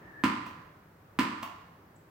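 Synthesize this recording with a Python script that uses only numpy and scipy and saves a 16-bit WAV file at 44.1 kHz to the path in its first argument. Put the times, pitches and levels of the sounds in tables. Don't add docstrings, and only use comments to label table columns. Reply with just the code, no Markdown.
import sys
import numpy as np
from scipy import signal
from scipy.fft import rfft, irfft
from scipy.io import wavfile

SR = 44100
rng = np.random.default_rng(int(sys.argv[2]) if len(sys.argv) > 2 else 0)


def waveform_to_disk(signal):
    frames = np.transpose(np.atleast_2d(signal))
    scaled = np.clip(frames, -1, 1) * 32767
    samples = np.round(scaled).astype(np.int16)
    wavfile.write(sys.argv[1], SR, samples)


N = 92610

# t/s, level/dB, brightness/(dB per octave)
BOUNCES = [(0.2381, 2, -1), (1.1895, 0.23, 0.2)]
# f/Hz, level/dB
SLAP_TONE = [(30, -30.5), (70, -25.5), (110, 9.5), (400, -4), (600, -3), (800, -11.5), (1000, 12),
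             (1300, -1), (2000, 1.5), (2900, 0), (3700, -11.5), (5000, -9.5), (6300, -40), (8300, -12),
             (9300, -38.5), (15500, -27)]
# f/Hz, level/dB, fade/s
BALL_NOTES = [(1022, -29, 0.077), (1173, -24.5, 0.021), (1365, -39.5, 0.12), (1759, -41.5, 0.092)]
# f/Hz, level/dB
GRIT_TONE = [(100, -15), (700, -17), (1200, -1.5), (1800, 3), (2800, 1), (3700, -5), (4800, -4),
             (6300, -12), (8000, -11.5), (9500, -20.5), (15000, -19)]
# t/s, level/dB, palm pop level/dB, slide length/s
CATCHES = [(0.4630, -9.5, -1, 0.033), (1.4277, -1.5, 3, 0.012)]
# f/Hz, level/dB
SLIDE_TONE = [(100, -36), (3000, -27), (6000, -19), (7500, -24), (10000, -33), (13000, -24), (15500, -25)]
# f/Hz, level/dB
SKIN_TONE = [(60, -51), (150, -10), (250, -6.5), (450, -17), (750, -3), (1600, -17.5), (2800, -10.5),
             (4000, -26.5), (7000, -28.5), (10000, -34), (15000, -26)]
# f/Hz, level/dB, fade/s
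PALM_NOTES = [(250, -46.5, 0.1), (731, -36.5, 0.01), (1083, -30.5, 0.028), (2587, -46, 0.033)]
# f/Hz, fade/s
ECHO_FADE = [(100, 0.87), (240, .64), (500, 0.58), (1000, 0.84), (1700, 1), (2600, 0.76), (4000, 0.86),
             (8000, 0.68), (15000, 0.42)]
# f/Hz, level/dB
ECHO_TONE = [(100, -1.5), (170, 2.5), (250, -19.5), (330, 1.5), (600, 4.5), (1000, 5), (2500, 2.5),
             (6000, -0.5), (15000, -3.5)]
# f/Hz, level/dB
EARLY_TONE = [(200, 6.5), (700, -5), (1200, 4), (3000, 5), (8000, 5.5), (15000, 12.5)]
# f/Hz, level/dB, fade/s
GARAGE_NOTES = [(157, -70, 0.29), (211.5, -33, 0.28), (237, -45, 0.43), (304.7, -35.5, 0.62)]
# f/Hz, likeness/(0 to 1)
LIKENESS = [(50, 1), (250, .93), (450, 0.81), (800, 0.16), (16000, 0)]
# f/Hz, level/dB
BALANCE = [(60, 1), (170, -3), (400, 3), (1200, -3), (2700, -6), (5000, 0), (9000, 4), (15000, 3.5)]
# t/s, f/Hz, level/dB
WHISTLE_PATH = [(0, 1900, -71), (0.072, 1855, -60), (0.131, 1734, -61), (0.197, 1734, -53.5),
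                (.27, 1615, -64)]
# f/Hz, level/dB
RUMBLE_TONE = [(25, -27), (45, -14.5), (65, -6), (105, -4), (165, -1.5), (230, -9), (320, -7), (450, -10.5),
               (780, -12.5), (1020, -11), (1900, -19), (3600, -34.5), (6000, -41), (15500, -63)]
# t/s, level/dB
RUMBLE_DRIFT = [(0, 5.5), (.22, 3), (.6, 3), (.9, -1.5), (1.15, 0), (1.599, .5), (2.1, -1)]
# f/Hz, level/dB
HISS_TONE = [(1000, -6), (4000, -1), (6500, -4.5), (9500, -6), (12500, -1), (15500, 2)]

TIME = np.arange(N) / SR
FREQS = np.fft.rfftfreq(N, 1 / SR)
PEEL_DELAY_S, SLIDE_LEAD_S, GARAGE_NOTES_DELAY_S = 0.0035, 0.003, 0.022
ECHO_TURN_RAD = 0.48


def landing(level_db, tilt_db, thump_hz=260.3, thump_rise_s=0.0049, thump_db=-16):
    t = TIME[:SR]
    rise = t / thump_rise_s
    swell = (rise * np.exp(1 - rise)) ** 2.61
    sound = amp(thump_db) * swell * np.cos(2 * np.pi * thump_hz * t)
    add(sound, 0, click(SLAP_TONE, tilt_db))
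    return -amp(level_db) * (sound + ring(BALL_NOTES))


def peel(level_db, tilt_db):
    return amp(level_db) * signal.fftconvolve(crackle(length_s=0.0018), click(GRIT_TONE, tilt_db))


def catch(level_db, pop_db, slide_s, grip_db=6, fingers_s=0.0036, fingers_db=-10.5):
    touch = amp(grip_db) * crackle(length_s=0.0088)
    touch[0] += 1
    add(touch, fingers_s, amp([fingers_db]))
    sound = signal.fftconvolve(crackle(slide_s), click(SLIDE_TONE))
    add(sound, SLIDE_LEAD_S, signal.fftconvolve(touch, click(SKIN_TONE)))
    add(sound, SLIDE_LEAD_S + fingers_s, amp(pop_db) * ring(PALM_NOTES))
    return amp(level_db) * sound


def brush(at_s=1.965, length_s=0.0059, level_db=-66.5):
    swell = np.exp(-((TIME - at_s) / length_s) ** 2)
    return amp(level_db) * swell * noise_band(hz=7600, width_hz=1200)


def garage(delay_s=0.005, rise_s=0.0022, early_s=0.039):
    taps = rng.standard_normal((2, N)) * (rng.random((2, N)) < 1 / 14)
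    for size in (2048, 1024):
        bands = signal.stft(taps, nperseg=size)[2]
        taps = signal.istft(bands / np.sqrt(abs(bands) + 1e-12), nperseg=size)[1][:, :N]
    hz, t, bands = signal.stft(blend_bass(unit(taps)), SR, nperseg=512)
    rate = np.log(1000) / read(ECHO_FADE, hz)[:, None]
    fade = np.exp(-rate * t) * np.sqrt(2 * rate / SR)
    gain_db = read(ECHO_TONE, hz)[:, None] + read(EARLY_TONE, hz)[:, None] * np.exp(-t / early_s)
    onset = np.clip((TIME - delay_s) / rise_s, 0, 1)
    return signal.istft(bands * fade * amp(gain_db), SR, nperseg=512)[1][:, :N] * onset


def whistle(halo_db=3):
    times, hz, db = np.transpose(WHISTLE_PATH)
    level = amp(np.interp(TIME, times, db, right=-np.inf))
    pitch = np.interp(TIME, times, hz)
    pair = [noise_band(pitch, width_hz=30) + amp(halo_db) * noise_band(hz=1760, width_hz=180)
            for _ in range(2)]
    return level * np.array(pair)


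def rumble(rumble_db=-57.5, hum_db=-69):
    noise = unit(colour(blend_bass(rng.standard_normal((2, N))), RUMBLE_TONE))
    hum = noise_band(hz=102, width_hz=13)
    drift = amp(np.interp(TIME, *np.transpose(RUMBLE_DRIFT)))
    return drift * (amp(rumble_db) * noise + amp(hum_db) * hum)


def hiss(level_db=-71):
    return amp(level_db) * unit(colour(rng.standard_normal((2, N)), HISS_TONE))


def amp(db):
    return 10 ** (np.asarray(db) / 20)


def unit(x):
    return x / np.sqrt(np.mean(x ** 2) + 1e-20)


def read(table, hz):
    freqs, values = np.transpose(table)
    return np.interp(np.log(hz + 1), np.log(freqs + 1), values)


def add(mix, at_s, sound):
    part = mix[round(at_s * SR):][:len(sound)]
    part += sound[:len(part)]


def placed(at_s, sound):
    track = np.zeros(N)
    add(track, at_s, sound)
    return track


def click(tone, tilt_db=0):
    hz = abs(np.fft.fftfreq(4096, 1 / SR))
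    octaves = np.log2((hz + 1) / 1000)
    log_gain = np.log(amp(read(tone, hz) + tilt_db * octaves))
    spectrum = np.exp(np.conj(signal.hilbert(log_gain)))
    return np.fft.ifft(spectrum).real


def ring(notes):
    t = TIME[:SR]
    sound = sum(amp(db) * np.exp(-np.log(1000) * t / fade_s) * np.cos(2 * np.pi * hz * t)
                for hz, db, fade_s in notes)
    sound[0] /= 2
    return sound


def crackle(length_s):
    t = TIME[:SR]
    swell = t / length_s * np.exp(-2 * t / length_s)
    noise = rng.standard_normal(SR)
    for _ in range(6):
        spectrum = rfft(noise * np.sqrt(swell))
        noise = irfft(spectrum / (abs(spectrum) + 1e-12), SR)
    return unit(noise * (t < 5 * length_s)) / np.sqrt(SR)


def noise_band(hz, width_hz):
    damping = np.exp(-np.pi * width_hz / SR)
    noise = rng.standard_normal(N) + 1j * rng.standard_normal(N)
    waver = signal.lfilter([1], [1, -2 * damping, damping ** 2], noise)
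    cycles = np.cumsum(hz * np.ones(N)) / SR
    return unit((waver * np.exp(2j * np.pi * cycles)).real)


def colour(x, tone, share=1):
    gain = amp(share * read(tone, np.fft.rfftfreq(2 * N, 1 / SR)))
    return irfft(rfft(x, 2 * N) * gain)[..., :N]


def blend_bass(pair):
    a, b = rfft(pair)
    angle = np.arccos(np.clip(read(LIKENESS, FREQS), -1, 1)) / 2
    shared, apart = a * np.cos(angle), b * np.sin(angle)
    return irfft(np.array([shared + apart, shared - apart]), N)


def reflect(x, echo):
    return signal.fftconvolve(x[None], echo, axes=1)[:, :N]


def to_the_right(x, lag_s=0.0001, half_lag_hz=2650):
    delay_s = lag_s / (1 + FREQS / half_lag_hz)
    left = irfft(rfft(x) * np.exp(-2j * np.pi * FREQS * delay_s), N)
    return np.array([left, x])


def scene():
    hand = brush()
    for at_s, db, pop_db, slide_s in CATCHES:
        hand += placed(at_s - SLIDE_LEAD_S, catch(db, pop_db, slide_s))
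    direct = hand
    echoes = amp(-2.5) * reflect(hand, garage())
    echo_a, echo_b = garage(), garage()
    for k, (at_s, db, tilt_db) in enumerate(BOUNCES):
        down = placed(at_s, landing(db, tilt_db))
        up = placed(at_s + PEEL_DELAY_S, peel(db, tilt_db))
        direct = direct + down + up
        keep, change = np.cos(k * ECHO_TURN_RAD), np.sin(k * ECHO_TURN_RAD)
        echoes += reflect(down, keep * echo_a + change * echo_b)
        echoes += reflect(up, keep * echo_b - change * echo_a)
        echoes += placed(at_s + GARAGE_NOTES_DELAY_S, amp(db) * ring(GARAGE_NOTES))
    ball = colour(to_the_right(direct) + echoes, BALANCE, share=np.array([[0.5], [-0.5]]))
    return ball + rumble() + hiss() + whistle()


def record(dry, cut_hz=16000):
    low_pass = signal.firwin(511, cut_hz, window=("kaiser", 9), fs=SR)
    return signal.oaconvolve(dry, low_pass[None], "same")


dry = scene()
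out = record(dry)
waveform_to_disk(out)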